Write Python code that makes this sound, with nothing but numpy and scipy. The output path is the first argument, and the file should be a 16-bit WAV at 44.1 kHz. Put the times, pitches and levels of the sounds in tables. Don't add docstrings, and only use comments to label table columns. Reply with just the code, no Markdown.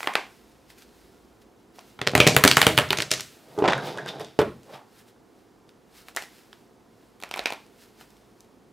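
import sys
import numpy as np
from scipy import signal
from scipy.fft import rfft, irfft, next_fast_len
from scipy.io import wavfile
from scipy.ndimage import uniform_filter1d

SR = 44100
rng = np.random.default_rng(int(sys.argv[2]) if len(sys.argv) > 2 else 0)


def ratio_of_db(decibels):
    return 10 ** (np.asarray(decibels, float) / 20)


def pcm_store(signal):
    levels = np.round(np.clip(np.atleast_2d(signal), -1, 1) * 32767)
    wavfile.write(sys.argv[1], SR, levels.astype(np.int16).T)


N = 384552

# t/s, peak level/dB, thump level/dB, ring f/Hz
FIRST_FLICKS = [
    (0.0044, -20, -12, 1855),
    (0.0292, -8.5, -17, 1720),
    (0.0424, -22, -1, 2193),
    (0.0604, -27, -10.5, 2092),
    (0.0721, -2, -9.5, 2410),
    (0.1364, -26, -8.5, 2555),
    (0.1529, 1, -11.5, 2540),
]
# t/s, peak level/dB, thump level/dB, ring f/Hz
LATER_FLICKS = [(6.0835, -26.5, -8.5, 2470), (6.1483, -36.5, -11.5, 2200), (6.1628, -16, -6, 6560),
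                (6.1703, -8.5, -13, 2000), (6.2217, -24, -10.5, 3450), (7.2009, -34, -17, 2025),
                (7.2144, -35, -19.5, 3060), (7.224, -28.5, -3, 2760), (7.2349, -16.5, -7, 2446),
                (7.2897, -41, -27, 1730), (7.3112, -18, -6, 3105), (7.3386, -12, -10.5, 2379),
                (7.3601, -20, -2, 2021), (7.371, -17, -3.5, 2140), (7.3764, -16, -5, 2545),
                (7.3915, -11.5, -6.5, 2448), (7.438, -39.5, -2, 2040), (7.4568, -4, -10.5, 2455),
                (7.4715, -18.5, -13.5, 2503), (7.5034, -21.5, -6, 2590), (7.5222, -15.5, -1.5, 2310),
                (7.5334, -28, -13, 2270)]
# t/s, peak level/dB, thump level/dB, ring f/Hz
HANDLING_TICKS = [(0.6624, -46, -10.5, 2100), (0.7017, -31.5, -11, 2380), (0.7835, -53.5, -13.5, 3340),
                  (0.8209, -35, -20, 2791), (1.7847, -37, 1, 1210), (1.7902, -29.5, -10.5, 2650),
                  (4.6313, -41.5, -14.5, 5130), (4.9635, -45.5, -22, 1950), (5.6909, -38, -23.5, 2600),
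                  (6.1099, -38.5, -23, 2470), (6.2365, -34, -12, 3590), (6.5285, -28, -15.5, 2240),
                  (7.664, -50.5, -20, 5960), (8.0101, -29.5, -7.5, 1695), (8.104, -48, -20.5, 6500),
                  (8.167, -49, -21.5, 4010), (8.405, -41.5, -25, 9030), (8.446, -49, -20, 3000)]
# f/Hz, level/dB, t60/s
CUPPED_DECK = [(480, -1.5, 0.0047), (783, 2, 0.0094), (975, 0.5, 0.0096), (1350, -1, 0.00705),
               (1720, -4, 0.0053)]
# f/Hz, level/dB, t60/s
BENT_HALF_DECK = [(512, -4.5, 0.0053), (873.4, 0, 0.0087), (1106, 1, .008), (1500, 0.5, .008),
                  (2000, -1, .007)]


def flicks():
    rows = voiced(LATER_FLICKS, (-19.5, -0.47, 0, 0.5)) + voiced(HANDLING_TICKS, (-44, -0.72, -10.5, 4.63))
    out = contacts(rows, CUPPED_DECK, thump_db=-0.5, ring_db=-2.5, ring_t60=0.0073,
                   chatter_db=-9.5, chatter_t60=0.008, wet_db=-5.5, low_wet_db=-4, echo_db=-3,
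                   blur=0.084, wide=2.634)
    out += contacts(voiced(FIRST_FLICKS, (-19.5, 0.32, -1, 1.63)), BENT_HALF_DECK, thump_db=0.5,
                    ring_db=-7.5, ring_t60=0.00358, chatter_db=-8.5, chatter_t60=0.01,
                    wet_db=-6.5, low_wet_db=1.0, echo_db=-7, blur=0.12, wide=3.3, top=1.334)
    return signal.sosfilt(signal.butter(2, 300, "high", fs=SR, output="sos"), out)


# t/s, peak level/dB, thump level/dB, ring f/Hz
SLAPS = [(1.9896, -21, -16.5, 1350), (2.0142, -11.5, -14.5, 2132), (2.0555, -31, -12, 1408),
         (2.0674, -13.5, -11.5, 2144), (2.0722, -6.5, -11, 2608), (2.115, -34, -20, 5992),
         (2.1338, -20, -4, 1397), (2.151, 5, -14, 2000), (2.1769, -6, -9, 2109), (2.2727, 1.5, -10.5, 3980),
         (2.3466, -26, 2, 4173), (2.364, 5.5, -15.5, 1963), (2.4374, 8.5, -21.5, 2214),
         (2.4492, 4.5, -12.5, 1803), (2.4757, 3, -25, 2603), (2.5122, 1.5, -26.5, 2206),
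         (2.569, 9, -23.5, 1861), (2.6148, 6, -30, 2200), (2.627, -1, -17, 2198), (2.666, 6.5, -16.5, 2191)]
# t/s, peak level/dB, thump level/dB, ring f/Hz
LAST_SLAPS = [(2.7763, 4.5, -20.5, 1923), (2.785, 4, -27, 1750), (2.9045, -4, -18, 2000),
              (2.9236, -15.5, -25.5, 1620), (2.9286, -3.5, -26, 1825), (2.9725, -17, -17, 2960),
              (2.9853, -9.5, -15.5, 2910), (3.0015, -10.5, -26, 2184), (3.007, -23, -22.5, 4476),
              (3.0204, -14.5, -18, 3780), (3.0262, -15.5, -32, 2298), (3.1137, -3, -23, 3910),
              (3.1245, -24, -26.5, 4501), (3.1362, -11.5, -27, 3038), (3.1768, -26.5, -24.5, 2673),
              (3.196, -19.5, -26, 2670), (3.206, -21, -23, 4647)]
# t/s, peak level/dB, thump level/dB, ring f/Hz
BENT_CARDS = [
    (2.201, 3, -12.5, 2556),
    (2.266, -3.5, -5, 2508),
    (2.2834, -9, -7, 2520),
    (2.2735, -6.5, -30, 4690),
    (2.4765, -3, -30, 4655),
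    (2.513, -7.5, -30, 4545),
]
# f/Hz, level/dB, t60/s
TABLE = [(80.8, -10, 0.079), (105, -20, 0.042), (141, -4, 0.1), (186, -3, 0.056), (254.8, -2.5, 0.055),
         (317.5, -1.5, 0.055), (404.8, 5.5, 0.035), (480, -3.5, 0.07), (610.7, 4, 0.046), (723, -5, 0.043),
         (966, -6, 0.024)]


def slaps():
    out = contacts(voiced(SLAPS, (-13.5, 0.5651, -10, -0.14)), TABLE, thump_db=-6.0,
                   ring_db=-8, ring_t60=0.0072, chatter_db=-7, chatter_t60=0.012,
                   wet_db=-2.0, low_wet_db=-3.0, echo_db=-0.54, wide=2.3)
    out += contacts(voiced(LAST_SLAPS, (-16, 0.03, -12, -0.01)), TABLE, thump_db=-5.5,
                    ring_db=-8, ring_t60=0.0062, chatter_db=-5.5, chatter_t60=0.013,
                    wet_db=-1.0, low_wet_db=-2.0, echo_db=-2, wide=2.394)
    out += contacts(voiced(BENT_CARDS, (-14, 0.38, -4, 0.31)), TABLE, thump_db=-3.5,
                    ring_db=-1.0, ring_t60=0.021, chatter_db=-8.0, chatter_t60=0.014,
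                    wet_db=-2.5, low_wet_db=-3.0, echo_db=-0.18, blur=0.19)
    return signal.sosfilt(signal.butter(4, 92, "high", fs=SR, output="sos"), out)


# t/s, peak level/dB, hiss centre f/Hz
EDGE_SNAPS = [(0.0049, -24.5, 5000), (0.03, -19.5, 5500), (0.1532, -8, 4500), (2.1768, -4.5, 5500),
              (2.267, -5, 5000), (2.4487, 2, 5500), (2.4762, 4, 5600), (2.5126, -3, 4600),
              (2.5673, 0, 5000), (2.6263, -9, 5000), (2.666, -2, 5000), (2.7865, -4, 5000),
              (2.9247, -11.5, 5500), (3.018, -13, 5500), (3.1137, -6, 5500), (3.1769, -22.5, 5000),
              (3.2067, -21.5, 5000), (3.6404, -30, 4000), (3.6553, -26.5, 4000), (3.677, -24.5, 4500),
              (3.6845, -24.5, 4500), (3.7219, -23.5, 5000), (3.7324, -30.5, 4500), (4.3919, -23.5, 3600),
              (4.4137, -26, 3600)]
# t/s, peak level/dB, hiss centre f/Hz
GRAZES = [
    (0.066, -39.5, 6000),
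    (0.135, -36, 4997),
    (2.345, -24, 4206),
    (4.392, -25.5, 3400),
    (2.7695, -24, 3500),
    (2.887, -34, 3500),
    (2.9705, -20, 4030),
    (3.105, -20, 4000),
    (3.136, -22, 4500),
]


def card_edges():
    def thin(rows):
        return [(s, db, -60, hz, -17, -14) for s, db, hz in rows]

    out = contacts(thin(EDGE_SNAPS), TABLE, thump_db=0, ring_db=-8, ring_t60=0.008,
                   chatter_db=-16, chatter_t60=0.0079, wet_db=-7, echo_db=0.5, wide=1.7, blow_db=-9)
    out += contacts(thin(GRAZES), TABLE, thump_db=0, ring_db=-30, ring_t60=0.008,
                    chatter_db=-8, chatter_t60=0.035, wet_db=-5, wide=2.5, blow_db=-25)
    return out


# t/s, peak level/dB, thump level/dB, ring f/Hz
KNOCKS = [
    (3.5764, -32.5, 13, 1200),
    (3.5861, -21.5, 7, 1316),
    (3.6017, -25, 3, 1217),
    (3.6123, -40, 8.5, 1330),
    (3.6216, -14.5, 7, 1229),
    (3.6306, -32, 1, 1280),
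]
# t/s, peak level/dB, thump level/dB, ring f/Hz
CASCADE = [(3.639, -13, 1, 1350), (3.6469, -14, 2, 1337), (3.654, -8.5, -23.5, 1350),
           (3.6584, -14.5, -0.5, 1486), (3.6765, -6.5, -5.5, 1879), (3.6824, -5.5, -4.5, 1499),
           (3.6864, -7, -7, 1201), (3.6973, -12, -8, 2000), (3.7209, -6.5, -28, 1228),
           (3.7313, -7, -32, 1375), (3.7454, -28.5, -18.5, 1365), (3.768, -23, -2, 1290)]
# t/s, peak level/dB, thump level/dB, ring f/Hz
CATCHES = [
    (3.5875, -32.5, -19.5, 3510),
    (3.6775, -17, -23, 3528),
    (3.705, -20, -1, 3556),
    (3.7325, -19, -15.5, 3680),
    (3.778, -21, -20.5, 1500),
    (3.9734, -30.5, 2, 3474),
    (3.9827, -22, -12, 1634),
    (4.06, -26.5, -3.5, 1543),
    (4.087, -22, -17, 3625),
    (4.2455, -32.5, -14, 3540),
]
# t/s, peak level/dB, thump level/dB, ring f/Hz
SQUARING = [
    (4.1964, -31, 3.5, 1378),
    (4.2074, -48, 13.5, 1490),
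    (4.2133, -44.5, 10.5, 1300),
    (4.3889, -9, 3.5, 1894),
    (4.3958, -13, -2, 1435),
    (4.403, -11.5, -3.5, 1321),
    (4.4144, -11.5, -12.5, 1420),
]
# f/Hz, level/dB, t60/s
ARCHED_PILE = [(135.6, -26.5, 0.19), (244.6, -30.5, 0.053), (343, -7, 0.065), (417.8, 2.5, 0.068),
               (581, 3, 0.0182), (853, 2.5, 0.0178), (1090, -10, 0.0146)]
# f/Hz, level/dB, t60/s
FALLING_ARCH = [(249, -19.5, 0.037), (397.6, -4.5, 0.0385), (577.5, 1, 0.029), (708.6, 2.5, .02),
                (854, 1.5, 0.018), (972, -3.5, 0.014), (1350, -1.5, 0.0158)]
# f/Hz, level/dB, t60/s
SQUARED_PILE = [(137.3, -18.5, 0.222), (172.6, -20.5, 0.0435), (234.6, -6.5, 0.0444), (350.3, -2, 0.0423),
                (423, 4, 0.048), (557, 1.5, 0.0285), (813.4, -2, 0.0365), (993.6, -3.5, 0.028)]


def knocks():
    out = contacts(voiced(KNOCKS, (-40, -1.04, -8, 0.5)), ARCHED_PILE, thump_db=-7.0,
                   ring_db=-6.5, ring_t60=0.017, chatter_db=-12.5, chatter_t60=0.029, wet_db=0.5)
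    out += contacts(voiced(CASCADE, (-47, -0.29, -8, 0.16)), FALLING_ARCH, thump_db=-5,
                    ring_db=-8, ring_t60=0.012, chatter_db=-9.5, chatter_t60=0.0264,
                    wet_db=-1.0, low_wet_db=-3)
    out += contacts(voiced(CATCHES, (-24, -0.9, 0.5, 0.25)), FALLING_ARCH, thump_db=-2.5,
                    ring_db=1.5, ring_t60=0.038, chatter_db=-17, chatter_t60=0.0184,
                    wet_db=-7.5, blur=0.12)
    out = signal.lfilter(*signal.butter(2, 7000, fs=SR), out)
    out += contacts(voiced(SQUARING, (-28.5, -0.74, -7.5, 0.54)), SQUARED_PILE, thump_db=-6.5,
                    ring_db=-7.5, ring_t60=0.0129, chatter_db=-10.5, chatter_t60=0.0293,
                    wet_db=0.0, low_wet_db=-4)
    return signal.sosfilt(signal.butter(2, 85, "high", fs=SR, output="sos"), out)


def voiced(rows, voice):
    edge_db, edge_slope, ring_db, ring_slope = voice
    return [(s, db, low_db, hz, edge_db + edge_slope * db, ring_db + ring_slope * db)
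            for s, db, low_db, hz in rows]


def snap(x, hz, edge_db, wide, top):
    band = [hz / max(wide, 1.3), min(hz * max(top, 1.1), 12000)]
    hump = signal.lfilter(*signal.butter(2, band, "band", fs=SR), x)
    edge = signal.lfilter(*signal.butter(1, [3500, 11000], "band", fs=SR), x)
    return -3 * hump - ratio_of_db(edge_db + 10) * edge


# delay t/s, level/dB
FLUTTER = [(.0021, -24), (.0047, -19), (0.0108, -13.5), (0.0161, -23.5), (.021, -18), (.0315, -23),
           (.042, -30)]


def contacts(rows, body, thump_db, ring_db, ring_t60, chatter_db, chatter_t60, wet_db, blur=0.053,
             low_wet_db=-3, echo_db=0, wide=3, top=1.82, blow_db=0):
    out = np.zeros((2, N + SR))
    t = np.arange(SR // 5) / SR
    size = next_fast_len(SR * 3 // 5)
    tails = [rfft(tail(0.14), size) for _ in range(7)]
    lead = round(0.0013 * SR)
    blow = ratio_of_db(blow_db) * (np.arange(len(t)) == lead)
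    late = np.maximum(t - t[lead], 0)
    shape = np.where(t < t[lead], 0.43 * t / t[lead], ratio_of_db(-60 * late / chatter_t60))
    give = 1 - np.exp(-late / 0.00036)
    for k, (s, db, low_db, hz, edge_db, bend_db) in enumerate(rows):
        ticks = 0.3773 + 3 * (rng.random(len(t)) < 0.05)
        noise = rng.standard_normal((2, len(t))) * [[1], [0.11]]
        chatter = ratio_of_db(chatter_db) * shape * ticks * noise
        edge_fade = edge_db - 60 * late / 0.025
        both, apart = ratio_of_db(db) * snap(chatter, hz, edge_fade, wide, top)

        drift = np.cumsum(rng.standard_normal(len(t)) * (late > 0)) * blur
        ring_gain = ratio_of_db(ring_db + bend_db - 60 * late / ring_t60 * hz / 2500)
        ring = -ring_gain * np.sin(2 * np.pi * hz * late + drift)

        gains, shifts = rng.normal(0, [[3], [0.03]], (2, len(body)))
        thump = np.zeros(len(t))
        for (f, mode_db, life), g, u in zip(body, gains, shifts):
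            thump -= ratio_of_db(mode_db + g - 60 * late / life) * np.sin(2 * np.pi * f * (1 + u) * late)
        thump *= ratio_of_db(low_db + thump_db) * give

        parts = ratio_of_db(db) * np.array([snap(blow, hz, edge_db, wide, top), ring, thump])
        direct = parts.sum(0) + both
        near = np.pad(direct + [apart, -apart], ((0, 0), (0, SR // 20)))
        for lag, wall_db in FLUTTER:
            bounce = ratio_of_db(echo_db + wall_db + rng.normal(0, 1.2)) * (direct - parts[2])
            near[:, round(lag * SR):][:, :len(t)] += bounce
        sent = rfft(parts * [[1], [1], [ratio_of_db(low_wet_db)]], size)
        far = sum(p * tails[(k + j) % len(tails)] for j, p in enumerate(sent))
        start = round(s * SR)
        out[:, start:][:, :near.shape[1]] += near
        out[:, start:][:, :size] += ratio_of_db(wet_db) * irfft(far, size)
    return out[:, :N]


# t/s, slide level/dB, drag level/dB, time to fade by 20 dB t/s
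PUSHES = [
    (3.755, -53, -35, 0.3319),
    (3.873, -44.5, -38.5, 0.1889),
    (3.994, -66, -40.5, 0.1575),
    (4.087, -42, -38.5, 0.0538),
    (4.151, -55.5, -42.5, 0.1222),
    (4.209, -47, -37.5, 0.0385),
    (4.244, -56.5, -67, 0.1944),
    (4.744, -52, -47, 0.0483),
]
# f/Hz, level/dB per Hz
FACE_SPECTRUM = [(880, -18.5), (1500, -5.5), (2620, -7), (2920, -6.5), (3690, -1), (4230, -10.5),
                 (4710, -6), (7160, -20.5), (11800, -24.5), (15500, -31.5)]
# f/Hz, level/dB per Hz
PAD_SPECTRUM = [(53, -43), (100, -17.5), (140, 4), (205, -8), (414, 1.5), (523, -1.5), (624, -2.5),
                (875, -4.5), (1090, -10.5), (1500, -14.5), (3000, -30), (3900, -45.5), (6600, -120)]


def pushes():
    slide_stroke = swells([(s, db, fade) for s, db, _, fade in PUSHES], rise=0.7)
    drag_stroke = swells([(s, db, fade) for s, _, db, fade in PUSHES], rise=0.7)
    slide = friction(slide_stroke, FACE_SPECTRUM, rate=590, spread_db=2.5, smooth=0.94, wet_db=-19.5)
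    drag = friction(drag_stroke, PAD_SPECTRUM, rate=360, spread_db=-1.5, smooth=0.66, wet_db=-8.0)
    return ratio_of_db(4.5) * slide + ratio_of_db(2.5) * drag


# t/s, level/dB, time to fade by 20 dB t/s, hollow f/Hz
SCUFF = [
    (4.705, -44.5, 0.05, 480),
    (4.736, -42, 0.0114, 627),
    (4.76, -45.5, -0.0843, 860),
]


def scuff():
    out = np.zeros((2, N))
    for s, db, fade, hz in SCUFF:
        hollow = [(hz / 3, -30), (hz, 0), (hz * 1.22, -7), (hz * 3, -20), (12000, -45)]
        out += friction(swells([(s, db, fade)], rise=1.25), hollow, rate=1500, spread_db=3,
                        smooth=1.19, wet_db=-10.5)
    return out


# peak t/s, level/dB, time to fade by 20 dB t/s
STROKES = [(0.0, -45, 0.2016), (0.045, -48, 0.08), (0.33, -62, 0.7), (0.52, -61, 0.01),
           (0.825, -55.5, 0.04), (1.0, -63, 0.76), (1.422, -59, 0.02), (1.76, -58, 0.03),
           (1.888, -60, 0.2365), (3.22, -50.5, 0.2), (3.32, -58, 0.51), (3.53, -59.5, 0.19),
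           (4.52, -65, 0.47), (3.87, -46, 0.0654), (4.085, -52.5, -0.0134), (4.66, -65, 0.12),
           (4.74, -57.5, 0.1141), (4.96, -61, 0.1571), (5.088, -58, 0.0424), (5.39, -70, 0.24),
           (5.98, -52.5, 0.105), (6.366, -56.5, 0.22), (6.6, -67.5, 0.25), (7.034, -68.5, 0.43),
           (4.3, -71.5, 0.77), (7.62, -66, .5), (7.82, -55.5, 0.1224), (8.0, -60.5, 0.0833),
           (8.1, -65.5, 0.64)]
# t/s, level/dB
BRUSHES = [(0.704, -54.5), (0.786, -55.5), (1.6, -72.5), (1.786, -56.5), (3.592, -54.5), (4.995, -57.5),
           (5.692, -67.5), (6.02, -66.5), (6.074, -59), (6.09, -54.5), (6.18, -44.5), (6.222, -49),
           (6.532, -65.5), (8.012, -55.5), (8.406, -69.5)]
# f/Hz, level/dB per Hz
SKIN_SPECTRUM = [(710, -39), (1200, -8.5), (1290, -1), (2310, -2.5), (3110, -3), (5040, -3.5), (6170, -7),
                 (11200, -9.5), (15500, -11.5)]


def rustle():
    brushes = [(s, db, 0.044) for s, db in BRUSHES]
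    fingers = swells(STROKES, rise=0.9) + swells(brushes, rise=0.52)
    rub = friction(fingers, SKIN_SPECTRUM, rate=1100, spread_db=4, smooth=1.4, wet_db=-15.0)
    return ratio_of_db(1.0) * rub


def friction(stroke, spectrum, rate, spread_db, smooth, wet_db):
    size = ratio_of_db(spread_db * np.minimum(rng.exponential(1, N), 2))
    slips = (rng.random(N) < rate / SR) * size * np.sign(rng.standard_normal(N))
    rough = unit(slips) + smooth * rng.standard_normal(N)
    direct = stroke * unit(coloured(rough, lambda hz: ratio_of_db(along(spectrum, hz))))
    return direct + ratio_of_db(wet_db) * signal.fftconvolve(direct[None], tail(0.27), axes=1)[:, :N]


def swells(rows, rise):
    s, db, fade = np.transpose(rows)[..., None]
    t = np.arange(0, N / SR, 1 / 1000)
    away = np.maximum((t - s) / fade, (s - t) / (fade * rise))
    return np.interp(np.arange(N) / SR, t, np.linalg.norm(ratio_of_db(db - 20 * away), axis=0))


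# f/Hz, t60/s
ROOM_T60 = [(120, 0.61), (400, 0.2252), (1500, 0.298), (5000, 0.33), (13000, 0.41)]
# f/Hz, level/dB
WALL_COLOUR = [(120, -3.5), (600, 4.5), (2500, 0.5), (6000, 2), (13000, -4.5)]


def tail(spread):
    hz, t, z = signal.stft(rng.standard_normal((2, SR // 3)), SR, nperseg=256)
    z[1] *= (spread * hz / (hz + 150))[:, None]
    decay_db = along(WALL_COLOUR, hz)[:, None] - 60 * t / along(ROOM_T60, hz)[:, None]
    mid, side = signal.istft(z * ratio_of_db(decay_db), SR, nperseg=256)[1]
    rise = 1 - np.exp(-np.arange(len(mid)) / SR / 0.00058)
    both = rise * np.array([mid + side, mid - side])
    return both / np.linalg.norm(both[0])


# f/Hz, level/dB
AIR_SPECTRUM = [(15, -54.5), (25, -23), (48, -10.5), (82, -14.5), (108, -5.5), (145, -9), (223, -3),
                (326, -5.5), (354, -3.5), (531, -9.5), (575, -14), (936, -12.5), (2480, -25), (5280, -27.5),
                (16000, -38.5)]
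# f/Hz, width f/Hz, level/dB
DRONE = [(373, 300, -4), (707, 41, 0)]
# f/Hz, share
AIR_ALIKE = [(60, 0.94), (240, 0.79), (950, 0.79), (3770, 0.77), (15000, 1)]
# f/Hz, left minus right level/dB
AIR_LEAN = [(60, 3), (380, -2.5), (2380, -1.0), (15000, 1)]
# t/s, level/dB, time to fade by 20 dB t/s
FAR_RUMBLE = [
    (0.35, -65.5, 1.5),
    (1.086, -58.5, 0.93),
    (1.85, -70, .5),
    (6.0, -66, 0.83),
    (7.35, -61, 0.89),
    (8.1, -66.5, 0.56),
]


def room_tone():
    def drone(hz):
        return 1 + sum(ratio_of_db(db - 2) / (1 + ((hz - centre) / width) ** 2) for centre, width, db in DRONE)

    air = pair(lambda hz: ratio_of_db(along(AIR_SPECTRUM, hz)) * drone(hz), AIR_ALIKE)
    air = leaning(air, AIR_LEAN)
    rumble = pair(lambda hz: 1 / (1 + ((hz - 56) / 14) ** 4), [(50, 1.0)])
    return ratio_of_db(-56.5) * air + ratio_of_db(-4.5) * swells(FAR_RUMBLE, rise=0.847) * rumble


def pair(gain, alike):
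    def mid_side_gain(hz):
        turn = np.arccos(np.clip(along(alike, hz), -1, 1)) / 2
        return gain(hz) * np.array([np.cos(turn), np.sin(turn)])

    mid, side = coloured(rng.standard_normal((2, N)), mid_side_gain)
    return unit(np.array([mid + side, mid - side]))


def leaning(x, balance):
    return coloured(x, lambda hz: ratio_of_db(np.array([[0.5], [-0.5]]) * along(balance, hz)))


def coloured(x, gain):
    m = next_fast_len(N + 8192)
    return irfft(rfft(x, m) * gain(np.fft.rfftfreq(m, 1 / SR)), m)[..., :N]


def along(points, hz):
    f, v = np.transpose(points)
    return np.interp(np.log(hz + 1), np.log(f + 1), v)


def unit(x):
    return x / np.sqrt(np.mean(x ** 2) + 1e-20)


# f/Hz, left minus right level/dB
DECK_LEAN = [(200, 0.5), (700, -1.67), (2500, -0.58), (8000, 0.14), (14000, 0.07)]


def scene():
    deck = flicks() + slaps() + card_edges() + knocks() + pushes() + scuff() + rustle()
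    return leaning(deck, DECK_LEAN) + room_tone()


def roll_off(x):
    return signal.sosfilt(signal.butter(12, 16770, fs=SR, output="sos"), x)


def record(dry):
    heard = coloured(dry, lambda hz: 1 / (1 + (hz / 15750) ** 110))
    mid, side = (heard[0] + heard[1]) / 2, (heard[0] - heard[1]) / 2
    soft = np.abs(uniform_filter1d(mid ** 2, size=1024)) < ratio_of_db(2 * -38)
    merge = uniform_filter1d(1.0 * soft, size=256)
    side = side - merge * coloured(side, lambda hz: hz > 3000)
    heard = np.clip([mid + side, mid - side], -1, 1)
    return roll_off(heard)


dry = scene()
out = record(dry)
pcm_store(out)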